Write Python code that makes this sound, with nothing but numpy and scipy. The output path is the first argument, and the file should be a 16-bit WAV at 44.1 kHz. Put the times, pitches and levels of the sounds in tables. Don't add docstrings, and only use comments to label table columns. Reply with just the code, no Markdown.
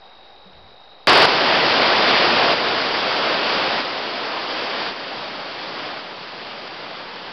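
import sys
import numpy as np
from scipy import signal
from scipy.fft import rfft, irfft
from scipy.io import wavfile
from scipy.ndimage import uniform_filter1d

SR = 44100
rng = np.random.default_rng(int(sys.argv[2]) if len(sys.argv) > 2 else 0)


def magnitude_from_level(level_db):
    exponent = np.asarray(level_db, float) / 20
    return 10 ** exponent


def file_out(sig):
    cols = np.atleast_2d(sig).T
    lim = np.clip(cols, -1, 1)
    pcm = np.round(lim * 32767).astype(np.int16)
    wavfile.write(sys.argv[1], SR, pcm)


N = 322812
CUT_S = 1.0714

# pitch_hz [Hz], level_db [dB per Hz]
FALL_SPECTRUM = [(35, -54), (60, -26), (295, -4.5), (427, -3), (618, -0.5), (981, -2), (2170, -7),
                 (3270, -7), (4080, -10.5), (4640, -7.5), (5000, -10.5), (6500, -38), (11000, -120)]
# pitch_hz [Hz], level_db [dB per Hz]
RAPIDS_SPECTRUM = [(24, -30), (45, -9), (110, -19), (170, -14), (260, -15.5), (372, -8.5), (560, -4),
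                   (700, -4.5), (790, 1.5), (900, -6.5), (1090, -7.5), (1880, -14.5), (3400, -17.5)]
# pitch_hz [Hz], level_db [dB]
MICROPHONE_RESPONSE = [(5000, 1), (5300, -4), (5600, -12.5), (5900, -18.5), (6150, -29.5), (6280, -41),
                       (6400, -100)]
# time_s [s], share turned toward the plunge pool [0-1]
POOL_AIM = [
    (1.07, 0.12),
    (2.2, 0.36),
    (4.7, 0.05),
    (5.2, 0.63),
    (7.32, 1),
]
# start_s [s], change_db [dB], ramp_s [s]
GAIN_STEPS = [
    (1.256, -5.5, 0.0046),
    (2.525, -4.5, 0.019),
    (3.805, -5, 0.018),
    (4.89, -5, 0.049),
    (5.975, -3.5, .04),
]
# start_s [s], change [full scale]
OFFSET_STEPS = [
    (2.531, .0008),
    (3.82, .0005),
]
# low_hz [Hz], high_hz [Hz], level_db [dB], how often [drift spreads]
MISMATCH_BANDS = [(2700, 3400, -25.5, -1.2), (4770, 5200, -33.5, -.9), (5190, 5700, -23, .1),
                  (5700, 6250, -16.5, .2), (10, 130, -24.5, -.8), (6600, 9900, -10, -.3)]
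# peak_s [s], level_db [dB], time to fall by 10 dB fall_s [s]
WIND_PUFFS = [
    (.63, -54, .11),
    (.91, -66, .03),
    (1.05, -64, .04),
]
# pitch_hz [Hz], width_hz [Hz], level_db [dB]
CHORUS_BANDS = [(3910, 110, 6), (4000, 116, 0)]


def rms_one(x):
    return x / np.sqrt(np.mean(x ** 2) + 1e-20)


def in_time(rows):
    s, *columns = np.transpose(rows)
    return [np.interp(np.arange(N) / SR, s, c) for c in columns]


def coloured(x, points):
    hz = np.maximum(np.fft.rfftfreq(N, 1 / SR), 1)
    point_hz, point_db = np.transpose(points)
    return irfft(rfft(x) * magnitude_from_level(np.interp(np.log(hz), np.log(point_hz), point_db)), N)


def drift(rate):
    r = np.exp(-80 * np.pi * rate / SR)
    slow = signal.lfilter([1], [1, -2 * r, r * r], rng.standard_normal(N // 40 + 2002))[2000:]
    return np.interp(np.arange(N) / 40, np.arange(len(slow)), rms_one(slow))


def band_pass(x, order, low_hz, high_hz):
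    return signal.sosfilt(signal.butter(order, [low_hz, high_hz], "band", fs=SR, output="sos"), x)


def resonate(x, hz, width_hz):
    r = np.exp(-np.pi * width_hz / SR)
    poles = [1, -2 * r * np.cos(2 * np.pi * hz / SR), r * r]
    return signal.lfilter([(1 - r * r) / 2, 0, (r * r - 1) / 2], poles, x)


def whitewater(spectrum, shared_db, own_db, splash_db):
    octave = np.log2(np.maximum(np.fft.rfftfreq(N, 1 / SR), 1) / 30)
    white = rfft(rng.standard_normal(N))
    together = drift(4.9)
    out = 0
    for centre in np.arange(0, 8.6, .5):
        band = np.cos(np.pi * np.clip(octave - centre, -.5, .5)) ** 2
        swell_db = shared_db * together + own_db * drift(7.2) + splash_db * drift(44.0)
        out = out + magnitude_from_level(swell_db) * irfft(white * band, N)
    return rms_one(coloured(out, spectrum))


def waterfall():
    surge_db = -0.75 * np.exp(-np.abs(np.arange(N) / SR - CUT_S) / 0.4)
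    bass_db = -0.5 + 6 * in_time(POOL_AIM)[0]
    roar = whitewater(FALL_SPECTRUM[:-2], shared_db=0.37, own_db=.5, splash_db=.5)
    bass = coloured(roar, [(50, -20), (90, 1), (180, 1), (350, -25)])
    return magnitude_from_level(-9.5 + surge_db) * (roar + (magnitude_from_level(bass_db) - 1) * bass)


def cricket():
    strokes_per_s, wing_hz, wing_width_hz = 52.63, 3778, 80
    t = np.arange(N) / SR
    cycle = strokes_per_s * t + .08 + 0.043 * drift(8.0)
    stroke = np.maximum(np.cos(2 * np.pi * cycle) + 0.16, 0) * magnitude_from_level(drift(25.0))
    teeth = np.sin(2 * np.pi * np.cumsum(wing_hz + 22 * drift(40.0)) / SR)
    scrape = stroke * (teeth + .4 * rng.standard_normal(N))
    wing = resonate(resonate(scrape, wing_hz, wing_width_hz), wing_hz, 2 * wing_width_hz)
    lull = np.exp(-((t - .55) / .3) ** 2)
    return magnitude_from_level(-54 - 2 * lull) * rms_one(wing)


def knock():
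    start_s, level_db, pitch_hz, t60_s = .457, -41.5, 188, .2
    t = np.maximum(np.arange(N) / SR - start_s, 0)
    onset = 1 - np.exp(-t / .005)
    return magnitude_from_level(level_db - 60 * t / t60_s) * np.sin(2 * np.pi * pitch_hz * t) * onset


def wind():
    t = np.arange(N) / SR
    rumble = band_pass(rng.standard_normal(N), 2, 25, 150)
    puffs = sum(magnitude_from_level(level_db - 10 * ((t - peak_s) / fall_s) ** 2) for peak_s, level_db, fall_s in WIND_PUFFS)
    return puffs * rms_one(rumble * magnitude_from_level(1.5 * drift(15.0)))


def chorus():
    noise = magnitude_from_level(1.5 * drift(40.0)) * rng.standard_normal(N)
    band = 0
    for hz, width_hz, level_db in CHORUS_BANDS:
        band = band + magnitude_from_level(level_db) * resonate(resonate(noise, hz, width_hz), hz, 2 * width_hz)
    return magnitude_from_level(-59.5) * rms_one(band)


def rapids():
    far = RAPIDS_SPECTRUM + [(5000, -17.5), (9000, -18)]
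    return magnitude_from_level(-48) * whitewater(far, shared_db=-0.3, own_db=0.5, splash_db=-1.5)


def hollow_hum():
    pitch_hz, width_hz = 232, 6.1
    hum = resonate(resonate(rng.standard_normal(N), pitch_hz, width_hz), pitch_hz, width_hz)
    return magnitude_from_level(-70) * rms_one(hum)


def overload(x):
    limit, knee = .74, 11
    clipped = x / (1 + np.abs(x / limit) ** knee) ** (1 / knee)
    start_s, _, ramp_s = GAIN_STEPS[0]
    return np.where(np.arange(N) / SR < start_s + ramp_s, clipped, x)


def patchy_rasp(x):
    edges_hz = np.geomspace(6600, 14000, 10)
    span = slice(SR, 3 * SR // 2)
    x = x.copy()
    for k, band_hz in enumerate(zip(edges_hz, edges_hz[1:])):
        band = signal.sosfiltfilt(signal.butter(3, band_hz, "band", fs=SR, output="sos"), x[span])
        kept = np.clip(2 * (drift(14.0) + 1.5 - .17 * k), 0, 1)
        x[span] += (magnitude_from_level(0.5) * kept[span] - 1) * band
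    return x


def blips(gain_db):
    per_s, level_db, spread_db, gain_share = 4.5, -42.5, 3, 0.43
    draw = rng.random((40, 3))
    s = CUT_S + np.cumsum(.15 + 1.7 * draw[:, 0]) / per_s
    height = np.sign(draw[:, 1] - .45) * magnitude_from_level(spread_db * (2 * draw[:, 2] - 1))
    inside = s < N / SR
    out = np.zeros(N)
    out[(s[inside] * SR).astype(int)] = height[inside]
    return np.convolve(out * magnitude_from_level(level_db + gain_share * gain_db), np.hanning(400), "same")


def resting_level():
    t = np.arange(N) / SR
    return -.0027 + sum(change * (t > start_s) for start_s, change in OFFSET_STEPS)


def clock_whine():
    t = np.arange(N) / SR
    heard = (t < CUT_S) | ((t > 4.95) & (drift(30.0) > -.2))
    return magnitude_from_level(-87) * uniform_filter1d(1.0 * heard, size=400) * np.sin(np.pi / 2 * np.arange(N))


def mismatch(x):
    out = 0
    for low_hz, high_hz, level_db, often in MISMATCH_BANDS:
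        band = band_pass(x, 4, low_hz, high_hz)
        patch = np.clip(3.0 * (drift(17.0) + often), 0, 1)
        out = out + magnitude_from_level(level_db + 4.0 * drift(6.0)) * patch * np.roll(band, 200)
    return out


def scene():
    fall = waterfall()
    bank = cricket() + knock() + wind() + chorus() + rapids() + hollow_hum()
    return np.array([coloured(bank, MICROPHONE_RESPONSE), coloured(fall, MICROPHONE_RESPONSE)])


def top_cut(x):
    return signal.sosfilt(signal.butter(12, 13200, fs=SR, output="sos"), x)


def record(dry):
    t = np.arange(N) / SR
    gain_db = sum(db * np.clip((t - start_s) / ramp_s, 0, 1) for start_s, db, ramp_s in GAIN_STEPS)
    x = np.where(t < CUT_S, dry[0], dry[1]) * magnitude_from_level(gain_db)
    x = patchy_rasp(overload(x))
    x = x + resting_level() + blips(gain_db) + clock_whine()
    side = mismatch(x)
    return top_cut(np.array([x + side, x - side]))


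dry = scene()
out = record(dry)
file_out(out)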